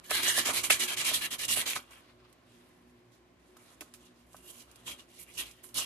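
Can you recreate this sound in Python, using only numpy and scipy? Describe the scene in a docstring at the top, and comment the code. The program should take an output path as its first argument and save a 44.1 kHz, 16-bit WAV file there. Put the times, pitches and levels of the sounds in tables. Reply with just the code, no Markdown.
"""Quick, hissing strokes of fine sandpaper on a small plastic part, heard close up at a workbench.
The grit sets part and sheet ringing; then the gloved hand stops, lays the part on the bench and wipes
the dust off the sheet with a finger. Room air and a mains hum lie underneath. The microphone has two
ports, the right one brighter."""
import sys
import numpy as np
from scipy import signal
from scipy.fft import rfft, irfft
from scipy.io import wavfile
from scipy.ndimage import uniform_filter1d

SR = 44100
rng = np.random.default_rng(int(sys.argv[2]) if len(sys.argv) > 2 else 0)


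def bounce(signal):
    """Save signal as a 16-bit WAV file at the path given by the first command-line argument."""
    frames = np.transpose(np.atleast_2d(signal))
    limited = np.clip(frames, -1, 1)
    pcm = np.round(limited * 32767).astype(np.int16)
    wavfile.write(sys.argv[1], SR, pcm)


N = 257984


def from_db(db):
    return 10 ** (np.asarray(db) / 20)


def rms_one(x):
    return x / np.sqrt(np.mean(x ** 2) + 1e-20)


def filtered(x, hz, kind="band"):
    return signal.sosfilt(signal.butter(2, hz, kind, fs=SR, output="sos"), x)


def in_time(rows):
    """One curve over the whole scene for each column after the time."""
    s, *columns = np.transpose(rows)
    order = np.argsort(s, kind="stable")
    return [np.interp(np.arange(N) / SR, s[order], c[order]) for c in columns]


def at_hz(points):
    """Reads rows of frequency and value at every bin of an N-point transform."""
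    hz, values = np.transpose(points)
    bin_hz = np.maximum(np.arange(N // 2 + 1) * SR / N, 1)
    return np.interp(np.log(bin_hz), np.log(hz), values)


def coloured(x, spectrum):
    return rms_one(irfft(rfft(x) * from_db(at_hz(spectrum)), N))


def drift(hz):
    """A random wander of unit spread, mostly slower than hz."""
    step, run_in = 8, 8000
    r = np.exp(-2 * np.pi * hz * step / SR)
    noise = rng.standard_normal(N // step + run_in + 2)
    slow = signal.lfilter([1], [1, -2 * r, r * r], noise)[run_in:]
    return np.interp(np.arange(N) / step, np.arange(len(slow)), rms_one(slow - slow.mean()))


def resonate(x, hz, width_hz):
    r = np.exp(-np.pi * width_hz / SR)
    gain = (1 - r * r) / 2
    return signal.lfilter([gain, 0, -gain], [1, -2 * r * np.cos(2 * np.pi * hz / SR), r * r], x)


def spread(pair):
    """Two unrelated signals become left and right, alike in the bass and unrelated in the treble."""
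    # Likeness at the two ports. Each row: frequency in Hz, correlation.
    likeness = [(40, 1), (70, 0.69), (180, 0.86), (550, 0.49), (1200, 0.1), (2500, 0.42), (5000, 0)]
    alike = np.clip(at_hz(likeness), -1, 1)
    mid, side = rfft(pair)
    return irfft(np.sqrt(1 + alike) * mid + np.sqrt(1 - alike) * side * [[1], [-1]], N) / np.sqrt(2)


def hand_motion():
    """Each rub bites fast, swells, then fades; rubs add as powers and the loudest sets pitch and tilt."""
    # Sanding strokes. Each row: catch and swell time in seconds, hiss at the catch and after the swell
    # in dB, fade in dB/s, ring and flex against hiss in dB, ring pitch in Hz, treble tilt in dB/octave.
    strokes = [ (0.048, .046, -55.5, -56.5, 400, 2, -12, 1850, 3.5),
               (0.105, 0.051, -40.5, -32, 175.5, 5.5, -9, 2500, 0),
               (0.233, 0.068, -33, -27, 326, 1.5, -15.5, 2540, -1.5),
               (0.347, .046, -35, -26.5, 375, 0.5, -12.5, 2670, -1.5),
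               (0.459, 0.049, -31.5, -33.5, 690, 1.5, -6, 2350, -3),
               (0.538, .04, -35.5, -31, 330, 0, -9.5, 2900, -2.5),
               (0.643, 0.019, -29.5, -32.5, 562.5, -1.5, -15, 2550, 1.5),
               (0.709, 0.014, -25, -25.5, 333.5, 2.5, -14.5, 2650, -2.5),
               (0.802, 0.037, -31, -31, 430.5, 0.5, -13, 2800, 0),
               (0.885, 0.057, -38, -38, 900, 4, -6, 2680, -2.5),
               (0.975, 0.044, -35.5, -34, 516, 2.5, -12.5, 2820, -3.5),
               (1.052, 0.042, -34, -29.5, 337, 1.5, -11.5, 3050, -3),
               (1.132, 0.014, -37.5, -25, 357.5, -1.5, -18.5, 3060, -1.5),
               (1.219, 0.04, -37.5, -36.5, 640, 4.5, -12, 2850, -0.5),
               (1.316, 0.031, -38, -39.5, 720, 2.5, -10.5, 2900, -1),
               (1.394, 0.058, -39, -36, 798, 1, -13.5, 3020, -1.5),
               (1.490, 0.051, -30.5, -30, 650.5, -4, -17.5, 3100, -1.5),
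               (1.568, 0.046, -32.5, -33.5, 550.5, 1, -12.5, 2920, 0.5),
               (1.666, 0.044, -35, -36, 250.5, 1.5, -15, 2940, -1.5),
               (1.762, 0.00593, -33.5, -37.5, 651, -1, -6.5, 2700, -3.5), ]
    # Gloves shifting and a finger wiping the sheet, in the same columns.
    wipes = [ (1.915, .01, -65.5, -59.5, 132.7, 2, -7, 2090, -1),
             (2.290, .012, -77, -76.5, 300, -2, 4, 2300, 0.5),
             (2.47, .05, -76, -70.5, 60.5, 2, -6, 2400, -4.5),
             (2.87, 0.038, -81, -75, 500, -4, -6, 2300, -1),
             (3.125, .02, -70, -69, 250, -11, -12, 2320, -5),
             (3.40, 0.083, -79, -75.5, 89.5, -9, -10, 2150, -2.5),
             (3.62, 0.11, -69.5, -65, 340, -5, -5, 2330, -4),
             (4.004, 0.066, -69.5, -66, 400, -1, -6, 2900, -3),
             (4.15, 0.059, -79.5, -71.5, 220, -1, -11, 2500, -0.5),
             (4.27, 0.11, -73.5, -61.5, 170, -6, -12, 2500, 3.5),
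             (4.43, 0.078, -65, -48, 780, -4.5, -19, 3320, 4),
             (4.53, .09, -59, -54.5, 506, -3.5, -11.5, 3200, 0),
             (4.68, .025, -71.5, -69, 40.4, 2.5, -1.5, 2900, -3.5),
             (4.82, 0.045, -80, -56, 500, -6, -20, 3130, -0.5),
             (4.872, 0.05, -45, -47, 490, 4, -8, 2900, -1),
             (4.975, 0.023, -69.5, -55, 470, 2.5, -8, 3000, -6),
             (5.09, .10, -69, -58, 503, -1, -12, 2880, -3.5),
             (5.197, .036, -50.5, -52.5, 700, -7, -30, 3140, 6),
             (5.31, 0.063, -62.5, -49, 504, -6, -25, 2780, -1),
             (5.385, 0.026, -38.5, -38.5, 400, 3, -16, 2700, 0.5),
             (5.45, .01, -66, -52.5, 175, 0.5, -12, 2720, -1),
             (5.643, .006, -49, -53.5, 200, -8, -14, 3000, 7),
             (5.754, .030, -40, -30, 299, -3, -17, 3200, -2),
             (5.814, .03, -46, -51, 199, 10.5, -4, 3040, -1), ]
    # Faint glove rustle between rubs. 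Each row: time in seconds, hiss in dB, ring and flex against
    # hiss in dB, treble tilt in dB/octave.
    rustle = [(0, -85.5, 6, 11, 7), (.1, -69.5, 8, -1, 1.5), (1.82, -75, 4, 8, 0.5),
              (2.05, -78, 13, 10, 3.5), (2.25, -86, 18.5, 18, 2.5), (2.42, -85, 10.5, 10, 3.5),
              (2.7, -76.5, -1, -2, 2.5), (2.95, -89, 7.5, 2, 6), (3.3, -98.5, 1, 7, 1.5),
              (3.6, -79.5, 2, 3, -1.5), (3.9, -71, 1, -2, -2.5), (4.25, -80, -1, 1, -8),
              (4.75, -74.5, 2, 0.5, 0), (5.07, -78, 3, -4, -0.5), (5.28, -71.5, 6, -8, 3),
              (5.6, -74.5, 9, -15, 2.5), (5.85, -68, -5, -10, 0.5)]
    stroke_bite_s, wipe_bite_s = 0.013, 0.014   # rise from silence to the catch
    rustle_hz, flicker_db = 2300, 4
    t = np.arange(N) / SR
    hiss_db, ring_db, flex_db, tilt_db = in_time(rustle)
    hiss = from_db(hiss_db + flicker_db * drift(8.2)) ** 2
    ring, flex = hiss * from_db(2 * ring_db), hiss * from_db(2 * flex_db)
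    pitch, tilt = hiss * rustle_hz, hiss * tilt_db
    rubs = [(stroke_bite_s, *row) for row in strokes] + [(wipe_bite_s, *row) for row in wipes]
    for bite_s, s, swell_s, catch_db, end_db, fade, ring_db, flex_db, hz, tilt_db in rubs:
        near = slice(int(max(s - 0.1, 0) * SR), int((s + swell_s + 0.5) * SR))
        age = t[near] - s
        bite = np.clip(1 + age / bite_s, 0, 1)
        held_db = catch_db + (end_db - catch_db) * np.clip(age / swell_s, 0, 1)
        loss_db = fade * np.maximum(age - swell_s, 0)
        power = (bite * from_db(held_db - loss_db)) ** 2
        hiss[near] += power
        # ring and flex linger, gaining on the hiss up to a limit
        ring[near] += power * from_db(2 * (ring_db + np.minimum(0.1 * loss_db, 7.5)))
        flex[near] += power * from_db(2 * (flex_db + np.minimum(0.41 * loss_db, 11)))
        pitch[near] += power * hz
        tilt[near] += power * tilt_db
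    hiss_db, ring_db, flex_db = 10 * np.log10([hiss, ring / hiss, flex / hiss])
    return hiss_db, ring_db, flex_db, pitch / hiss, tilt / hiss


def grit(per_s, size_db, clump_db, clump_hz):
    """Grains catch at random, unevenly and in clumps; each reaches the two ports by different paths."""
    caught = rng.random(N) < per_s / SR
    grain_db = size_db * np.minimum(rng.exponential(1, N), 5) + clump_db * drift(clump_hz)
    return spread(caught * from_db(grain_db) * rng.standard_normal((2, N)))


def grit_hiss(tilt_db):
    """Fine grit hisses; the sheet bends, so each third of an octave swells and fades on its own."""
    # Colour of the hiss. Each row: frequency in Hz, relative level in dB.
    spectrum = [(2060, -19.5), (3500, -2.5), (4030, -2.5), (5200, -4.5), (10700, -1.5), (14200, -10),
                (14700, -25), (15000, -47.5)]
    fine = grit(per_s=15000, size_db=-1, clump_db=0.5, clump_hz=82)
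    edges_hz = 3000 * 2 ** np.arange(0, 2.4, 1 / 3)
    hiss = 0
    for k, (low, high) in enumerate(zip(edges_hz, edges_hz[1:])):
        gain_db = tilt_db * np.log2(low / 7500) + 2 * drift(19)
        hiss += (-1) ** k * from_db(gain_db) * filtered(fine, [low, high])
    return coloured(hiss, spectrum)


def part_and_sheet_ring(hiss_db, focus_hz):
    """Grit drives the resonances of part and sheet: a light touch only rustles, a firm one rings."""
    # The resonances. Each row: frequency in Hz, width in Hz, relative level in dB.
    resonances = [(1607, 120, -5), (1736, 50, 1.5), (1910, 140, 0.5), (2307, 300, 3), (2845, 140, 4),
                  (3007, 110, 3), (3175, 250, 1.5), (3360, 170, -5), (3300, 130, -11.5), (4010, 600, -3)]
    # A loosely held part rings low, the bare sheet in a narrow range. Each row: time in seconds,
    # lift of the lowest resonances in dB, narrowing in dB per octave squared.
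    grip = [(0, 8, 4), (.2, 0.5, -17), (.27, 8.5, 8), (.5, 9, 12), (.6, -1.5, 3), (1.8, 6, 9.5),
            (4.3, -2.5, 30), (4.9, 2, 13), (5.4, 1, 24), (5.85, -2, 15)]
    loose_db, narrow_db = in_time(grip)
    coarse = rms_one(grit(per_s=9000, size_db=0, clump_db=-0.5, clump_hz=27))
    firm = np.clip((hiss_db + 75.5) / 18, 0, 1)
    rustle = from_db(-17.5) + (1 - firm) * from_db(-19.5)
    ring = rustle * filtered(coarse, [1550, 4600])
    power = rustle ** 2 * 3200   # times the noise bandwidth in Hz
    for k, (hz, width, db) in enumerate(resonances):
        damped_db = narrow_db * np.log2(hz / focus_hz) ** 2   # the grip damps those far from its pitch
        gain = firm * from_db(db - damped_db + loose_db * (hz < 1850) + 3 * drift(4.7))
        ring += (-1) ** k * gain * resonate(coarse, hz, width)
        power += gain ** 2 * width * np.pi / 2
    ring /= np.sqrt(2 * power / SR)   # the grip moves the colour, not the level
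    return filtered(ring, [1350, 5500])


def paper_flex():
    """The paper flexes under the catching grit with a low rasp."""
    # Colour of the rasp. Each row: frequency in Hz, relative level in dB.
    spectrum = [(50, -19.5), (70, -13), (206, -16.5), (242, -7), (461, -7.5), (601, -5.5), (842, -7),
                (1080, -0.5), (1350, -2.5), (1650, -8.5), (3000, -56)]
    return coloured(grit(per_s=3000, size_db=-1, clump_db=-2, clump_hz=30), spectrum)


def knocks():
    """A knock strikes all the part's modes, most those near the pitch that the struck spot favours."""
    # Fingers or bench hit the part. Each row: time in seconds, relative level in dB, favoured Hz.
    hits = [(0.11, -15, 620), (.113, -14, 1660), (.28, -21, 686), (.378, -17.5, 835), (0.39, -24, 330),
            (.488, -17.5, 630), (.7008, -9, 1750), (.7022, -11, 2500), (.7035, -15, 600),
            (.7045, -13, 2900), (.7060, -12, 2900), (.7076, -13, 2500), (1.114, -25, 590),
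            (1.57, -21.5, 724), (1.733, -21, 2780), (1.762, -16.5, 1270), (3.567, -41, 1200),
            (3.609, -59, 504), (3.809, -32, 2500), (3.8097, -30.5, 323), (3.813, -35.5, 2500),
            (3.8175, -36, 2200), (3.811, -40, 730), (3.816, -36.5, 290), (3.821, -33.5, 1060),
            (3.939, -43, 1500), (3.946, -45.5, 2200), (4.344, -31.5, 900), (4.35, -38, 1110),
            (5.79, -26, 1250)]
    # Modes of the plastic. Each row: frequency in Hz, relative level in dB, seconds to fall 60 dB.
    modes = [(302, -2, 0.07), (426.7, -4.5, 0.081), (600, 0.5, 0.049), (749, -1, .04), (1085, 2.5, 0.019),
             (1285, -4, 0.062), (1517, -5, 0.058), (1697, 1, 0.015), (2194, 9, 0.0051), (2615, 6, 0.026),
             (3420, 1, .02), (4090, -5.5, 0.016)]
    s, hit_db, spot_hz = np.transpose(hits)
    port_db = rng.normal(0, 0.5, (len(s), len(modes), 2))   # a little different at each port
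    out = np.zeros((2, N))
    for k, (hz, mode_db, t60) in enumerate(modes):
        strike_db = hit_db + mode_db - 14 * np.log2(hz / spot_hz) ** 2 - 13.5
        clicks = np.full((2, N), 1e-18)
        clicks[:, (s * SR).astype(int)] = from_db(strike_db[:, None] + port_db[:, k]).T
        if hz > 2500 and k % 2:   # some high modes face the ports with opposite sides
            clicks[1] *= -1
        r, w = from_db(-60 / (t60 * SR)), 2 * np.pi * hz / SR
        out += (-1) ** k * signal.lfilter([0, np.sin(w)], [1, -2 * r * np.cos(w), r * r], clicks)
    return filtered(out, 220, "high")


def snaps():
    """Paper and glove snap dryly: a crack of a few milliseconds and a tail of bright noise."""
    # Each row: time in seconds, relative level in dB, seconds for the tail to fall 60 dB.
    cracks = [(0.0423, -51, 0.05), (0.1078, -18.5, 0.08), (0.7015, -17.5, 0.055), (1.908, -46, 0.05),
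              (2.3272, -48, 0.05), (3.568, -45.5, 0.073), (3.808, -32, 0.13), (3.9385, -38, 0.15),
              (4.331, -48, 0.05), (4.366, -43.5, 0.06), (4.3874, -58, 0.065), (4.7137, -45, 0.05),
              (4.7583, -43, 0.05), (5.379, -29, 0.05), (5.5116, -41, 0.05), (5.638, -52, 0.066),
              (5.6895, -44, 0.05), (5.7432, -30.5, 0.05)]
    t, envelope = np.arange(N) / SR, np.zeros(N)
    for s, db, t60 in cracks:
        age = np.maximum(t - s, 0)
        crack, tail = from_db(-60 * age / 0.027), 1.1 * from_db(-60 * age / t60)
        envelope += (t >= s) * from_db(db - 12) * (crack + tail)
    return filtered(envelope * rng.standard_normal((2, N)), [2500, 13000])


def room_air():
    """Air noise in the room around the bench, wavering slightly."""
    # Colour of the air. Each row: frequency in Hz, relative level in dB.
    spectrum = [(15, -42.5), (25, -21.5), (115, -6), (191, -12.5), (250, -5), (354, -5.5), (450, -12),
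                (621, -9), (927, -16.5), (1060, -10), (1180, -18), (2020, -17.5), (11200, -38.5),
                (13800, -39), (15000, -59)]
    return from_db(-64.5 + 0.7 * drift(3.7)) * coloured(spread(rng.standard_normal((2, N))), spectrum)


def mains_hum():
    """Wavering tones near multiples of the mains frequency, alike at both ports."""
    # Each row: frequency in Hz, level in dB.
    tones = [(59.2, -72), (118.4, -74), (177.6, -77), (242.2, -70), (360.7, -69.5)]
    t, hum = np.arange(N) / SR, np.zeros(N)
    for hz, db in tones:
        level = from_db(db + 4.5 * drift(5.5))
        phase = 2 * np.pi * hz * (t + 0.0008 * drift(3.5)) + 0.51 * drift(3)
        hum += level * np.sin(phase)
    return hum


def scene():
    """Handwork at the bench in front, and behind it a room tone that swells with the loud rubbing."""
    hiss_db, ring_db, flex_db, focus_hz, tilt_db = hand_motion()
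    hiss = grit_hiss(tilt_db)
    ring = from_db(ring_db) * part_and_sheet_ring(hiss_db, focus_hz)
    flex = from_db(flex_db) * paper_flex()
    rubbing = from_db(hiss_db) * (hiss + ring + flex)
    swell_from_db, swell_share, swell_s = -59.5, 0.4, 0.033
    loud_db = 10 * np.log10(uniform_filter1d(from_db(2 * hiss_db), int(swell_s * SR)) + 1e-12)
    swell = from_db(swell_share * np.maximum(loud_db - swell_from_db, 0))
    return rubbing + knocks() + snaps() + swell * (room_air() + mains_hum())


def record(dry):
    """Each microphone port has its own colour, the right hears a little late; bass and top are cut."""
    # Balance of the ports. Each row: frequency in Hz, left minus right in dB.
    balance = [(60, 1.5), (130, -2.5), (290, -1), (640, -0.5), (1410, -1.5), (3090, 3.5), (6800, -9),
               (15000, -9.5)]
    low_cut_hz, top_cut_hz, lag_samples = 48, 15100, 3
    ports = irfft(rfft(dry) * from_db(at_hz(balance) / 2 * np.array([[1], [-1]])), N)
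    ports[1] = np.roll(ports[1], lag_samples)
    ports = filtered(ports, low_cut_hz, "high")
    return signal.sosfilt(signal.cheby2(16, 70, top_cut_hz, fs=SR, output="sos"), ports)


dry = scene()
out = record(dry)
bounce(out)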